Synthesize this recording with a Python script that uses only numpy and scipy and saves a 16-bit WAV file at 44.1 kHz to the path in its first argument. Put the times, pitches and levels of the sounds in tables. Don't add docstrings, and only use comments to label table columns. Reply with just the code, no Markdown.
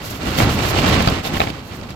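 import sys
import numpy as np
from scipy import signal
from scipy.fft import rfft, irfft, next_fast_len
from scipy.io import wavfile
from scipy.ndimage import uniform_filter1d

SR = 44100
rng = np.random.default_rng(int(sys.argv[2]) if len(sys.argv) > 2 else 0)


def digitize_waveform(pressure):
    field = np.atleast_2d(pressure).T
    bounded = np.clip(field, -1, 1)
    quanta = np.round(bounded * 32767).astype(np.int16)
    wavfile.write(sys.argv[1], SR, quanta)


def voltage_ratio(level):
    return 10 ** (np.asarray(level, float) / 20)


N = 85995
SPOTS = 12


def read(table, hz):
    f, value = np.array(table, float).T
    return np.interp(np.log(np.maximum(hz, 1)), np.log(f), value)


def colour(x, table):
    size = next_fast_len(N + 8192)
    hz = np.arange(2049) * SR / 4096
    low_end = (table[0][0] / 2, table[0][1] - 12)
    db = read([low_end] + list(table), hz)
    cepstrum = np.fft.irfft(db * np.log(10) / 20)
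    cepstrum[1:2048] *= 2
    cepstrum[2049:] = 0
    h = np.fft.irfft(np.exp(np.fft.rfft(cepstrum)))
    h = h / np.sqrt(np.sum(h ** 2))
    return irfft(rfft(x, size) * rfft(h, size), size)[..., :N]


def walk(rate_hz):
    hold = int(SR / rate_hz)
    steps = np.repeat(rng.standard_normal(N // 100), hold)[:N]
    w = uniform_filter1d(uniform_filter1d(steps, hold), hold)
    return w / w.std()


def clicks(per_s, scatter_db):
    chance, sign, size = rng.random(N), rng.standard_normal(N), rng.exponential(size=N)
    happens = chance < per_s / SR
    x = happens * np.sign(sign) * voltage_ratio(scatter_db * np.minimum(size, 4.5))
    return x / x.std()


def scatter(x, hold_s):
    place = np.repeat(rng.integers(0, SPOTS, N), max(int(hold_s * SR), 1))[:N]
    return x * (place == np.arange(SPOTS)[:, None])


# time in seconds, drumming of the panels in dB, crackle of the creases in dB.
GUSTS = [(0, -32.5, -35), (.064, -33.5, -35.5), (.17, -32, -35), (.225, -27.5, -27), (.282, -21.5, -22.5),
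         (.35, -25.5, -26), (.384, -22, -25), (.41, -16, -20.5), (.445, -19.5, -21.5), (.475, -17.5, -24.5),
         (.53, -23, -23), (.564, -21, -25.5), (.596, -21.5, -22), (.65, -22.5, -21), (.70, -22, -25.5),
         (.732, -21, -22), (.782, -20, -21), (.84, -20.5, -23.5), (.89, -16, -19.5), (.938, -19, -21),
         (.97, -19.5, -26.5), (1.03, -19.5, -20), (1.062, -26.5, -25.5), (1.09, -16, -24),
         (1.14, -27.5, -27), (1.185, -21.5, -24), (1.222, -33, -34), (1.26, -33.5, -25), (1.31, -26.5, -32),
         (1.355, -28, -29), (1.39, -27, -26), (1.43, -27, -27), (1.454, -28, -33), (1.51, -29, -32),
         (1.54, -33.5, -37), (1.606, -37.5, -41), (1.70, -34, -36.5), (1.764, -36.5, -40.5),
         (1.824, -31.5, -41.5), (1.894, -34.5, -38.5), (1.95, -37, -45.5)]
# frequency in Hz, relative level in dB per Hz.
PANEL_COLOUR = [(12, -16), (20, -18.5), (75, -0.5), (134, -2), (173, -5), (244, -4), (429, -13.5),
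                (659, -16), (1200, -22), (1560, -27), (2640, -120)]


def drumming(t, flutter_db):
    push = 0.76 * clicks(per_s=400, scatter_db=2) + rng.standard_normal(N)
    side = voltage_ratio(-13) * rng.standard_normal(N)
    ports = push + side * np.array([[1], [-1]])
    gust_s, gust_db, _ = np.array(GUSTS).T
    db = np.interp(t, gust_s, gust_db) + 0.52 * flutter_db
    return colour(voltage_ratio(db) * ports, PANEL_COLOUR)


# frequency in Hz, relative level in dB per Hz.
CREASE_COLOUR = [(150, -41.5), (250, -17), (330, -9.5), (372, -14.5), (594, -10.5), (2820, -14),
                 (6150, -26.5), (7700, -27.5), (9150, -36.5), (13600, -38.5), (15600, -43)]


def creases(t, flutter_db):
    gust_s, _, crackle_db = np.array(GUSTS).T
    db = np.interp(t, gust_s, crackle_db) + flutter_db + 0.2 * walk(60.43)
    crackle = voltage_ratio(db) * clicks(per_s=4000, scatter_db=2.5)
    return colour(scatter(crackle, hold_s=.0002), CREASE_COLOUR)


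# centre in seconds, length in seconds, level in dB.
SWISHES = [(0.065, 0.042, -35), (0.11, 0.02, -33), (0.153, 0.045, -38), (0.31, .09, -38),
           (0.386, 0.017, -23.5), (.41, 0.046, -29.5), (0.504, 0.0043, -28), (0.531, 0.038, -32),
           (0.59, .02, -38), (0.653, 0.059, -33.5), (0.698, .022, -27), (0.793, 0.046, -36.5),
           (0.886, 0.02, -28.5), (1.024, .005, -28), (1.064, .005, -33), (1.076, .004, -30),
           (1.099, .004, -30), (1.266, .032, -33), (1.339, .005, -33), (1.357, .003, -35),
           (1.37, .015, -36), (1.41, .06, -37), (1.502, .005, -38), (1.673, 0.03, -46), (1.755, 0.028, -44),
           (1.802, .006, -51), (1.903, .008, -47)]
# frequency in Hz, relative level in dB per Hz.
FILM_COLOUR = [(800, -18), (2000, -7), (4000, -2), (7500, -3), (8800, -9), (10500, -9), (13000, -3),
               (15700, -8)]


def film(t):
    power = voltage_ratio(2 * -55) * np.ones(N)
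    for centre_s, length_s, db in SWISHES:
        power += voltage_ratio(2 * db) * np.exp(-((t - centre_s) / (.6 * length_s)) ** 2)
    waver = voltage_ratio(0.31 * walk(43.9))
    grains = waver * np.sqrt(power) * clicks(per_s=6000, scatter_db=2.5)
    return colour(scatter(grains, hold_s=.0002), FILM_COLOUR)


# start in seconds, crack in dB, thump in dB, crack pitch in Hz, thump pitch in Hz.
SNAPS = [(.110, -30, -23, 2600, 150), (0.27, -21, -30, 1970, 129), (0.3857, -11.5, -31, 2850, 201),
         (0.4011, -8, -15, 1930, 152), (.415, -21, -32, 2000, 170), (0.4223, -19, -36, 2980, 130),
         (0.4334, -30, -10.5, 2940, 117), (0.5894, -18.5, -21, 1440, 140), (.782, -30, -10, 2500, 200),
         (0.715, -17, -33, 2500, 140), (0.8478, -14.5, -24, 2600, 108), (.880, -14.5, -40, 2500, 190),
         (1.004, -10.5, -26, 1880, 139), (1.0738, -7, -3, 3200, 130), (1.0850, -12, -18, 3300, 140),
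         (1.0985, -28, -36, 5000, 127), (1.123, -21, -24, 2200, 138), (1.194, -31, -28, 2930, 140),
         (1.253, -31, -20, 3220, 200), (1.270, -20, -17, 2640, 196), (1.338, -33, -7.5, 5000, 239),
         (1.344, -17.5, -27, 2460, 250), (1.3676, -19.5, -10, 2770, 171), (1.3715, -19, -13, 2780, 200),
         (1.397, -20, -18, 2600, 200), (1.4025, -6, -13, 2400, 330), (1.4155, -8, -9, 1800, 240),
         (1.4385, -22, -17, 3000, 240), (1.4715, -17, -18, 2200, 240), (1.5015, -22, -15, 3000, 230),
         (1.812, -36, -48, 4500, 170), (1.905, -32.5, -38, 5000, 170)]
# multiple of the thump pitch, level in dB, cycles to fall 60 dB.
SNAP_MODES = [(1, 12, 2.5), (2.15, -8.5, 5.5)]


def snaps():
    crack_decay_s = .0011
    knock_hz, knock_db, knock_t60_s = 720, 3, 0.022
    t = np.arange(4096) / SR
    cracks, thumps = np.zeros((SPOTS, N + 4096)), np.zeros(N + 4096)
    envelope = np.exp(-t / crack_decay_s) * (1 - np.exp(-t / .0004))
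    knock = np.sin(2 * np.pi * knock_hz * t) * voltage_ratio(knock_db - 60 * t / knock_t60_s)
    for k, (at_s, crack_db, thump_db, crack_hz, thump_hz) in enumerate(SNAPS):
        i = int(at_s * SR)
        band = signal.butter(4, [crack_hz / 3.5, crack_hz * 1.4], "band", fs=SR, output="sos")
        grit = signal.sosfilt(band, rng.standard_normal(4096) * envelope)
        grit = grit / np.sqrt(np.sum(grit ** 2) / (crack_decay_s * SR))
        place = SPOTS - 2 - k % 3
        cracks[place, i:i + 4096] += voltage_ratio(crack_db) * (grit - knock)
        ring = np.zeros(4096)
        for multiple, db, cycles in SNAP_MODES:
            hz = multiple * thump_hz
            ring += np.sin(2 * np.pi * hz * t) * voltage_ratio(db - 60 * hz * t / cycles)
        thumps[i:i + 4096] -= voltage_ratio(thump_db) * ring * (1 - np.exp(-t / .002))
    return cracks[:, :N], thumps[:N]


# frequency in Hz, share common to both (0 to 1).
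TAIL_ALIKE = [(60, 0.71), (150, 0.32), (300, 0.26), (640, 0.06), (1200, 0.05), (16000, 0.018)]


def tent(spots, wet_db, tilt_db_per_octave):
    buckle_decay_s, tail_t60_s, lead_s = 0.00042, 0.037, .001
    t, hz = np.arange(8192) / SR, np.arange(4097) * SR / 8192
    lag = np.interp(np.sqrt(np.linspace(0, 1, SPOTS)), (0, 1), (-.0003, .0006))[:, None]
    burst = rfft(rng.standard_normal((SPOTS, 8192)) * np.exp(-t / buckle_decay_s))
    burst = burst / np.abs(burst)
    direct = np.array([burst * np.exp(-2j * np.pi * hz * (lead_s + port * lag / 2)) for port in (-1, 1)])

    tail_envelope = voltage_ratio(-60 * t / tail_t60_s) * (1 - np.exp(-t / 0.0021))
    mid, side = rfft(rng.standard_normal((2, SPOTS, 8192)) * tail_envelope)
    common = np.clip(read(TAIL_ALIKE, hz), 0, 1)
    tail = np.array([mid * np.sqrt(1 + common) + sign * side * np.sqrt(1 - common) for sign in (1, -1)])
    tail = tail / np.sqrt(np.mean(np.abs(tail) ** 2))

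    slope = tilt_db_per_octave * rng.permutation(np.linspace(-1, 1, SPOTS))[:, None]
    tilt = voltage_ratio(slope * np.log2(np.maximum(hz, 500) / 3000))
    h = irfft(tilt * (direct + voltage_ratio(wet_db) * tail) / np.sqrt(1 + voltage_ratio(2 * wet_db)), 8192)
    lead = int(lead_s * SR)
    return signal.fftconvolve(spots[None], h[..., :4096], axes=2).sum(axis=1)[:, lead:lead + N]


def scene():
    t = np.arange(N) / SR
    flutter_db = 1.9 * walk(50)
    cracks, thumps = snaps()
    crackle = tent(creases(t, flutter_db), wet_db=2, tilt_db_per_octave=2.5)
    swish = tent(film(t), wet_db=-4, tilt_db_per_octave=2.5)
    drums = drumming(t, flutter_db)
    snap = tent(cracks, wet_db=-6, tilt_db_per_octave=0)
    return drums + thumps + crackle + swish + snap


# frequency in Hz, left minus right in dB.
PORT_COLOUR = [(60, -1), (110, -0.5), (200, -1), (380, 0.5), (700, -2.5), (1290, -5), (2380, -4),
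               (4400, -12), (8120, -1), (15000, 2.5)]


def microphone(dry):
    db = read(PORT_COLOUR, np.arange(N // 2 + 1) * SR / N)
    x = irfft(rfft(dry) * voltage_ratio(np.array([db, -db]) / 2), N)
    x = signal.sosfilt(signal.butter(2, 18, "high", fs=SR, output="sos"), x)
    x = np.tanh(x ** 3 / 3 + x) * .99
    return signal.sosfilt(signal.ellip(8, .2, 70, 15750, fs=SR, output="sos"), x)


def band_limit(x):
    return signal.sosfilt(signal.butter(12, 15800, fs=SR, output="sos"), x)


def record(dry):
    mix = microphone(dry)
    return band_limit(mix)


dry = scene()
out = record(dry)
digitize_waveform(out)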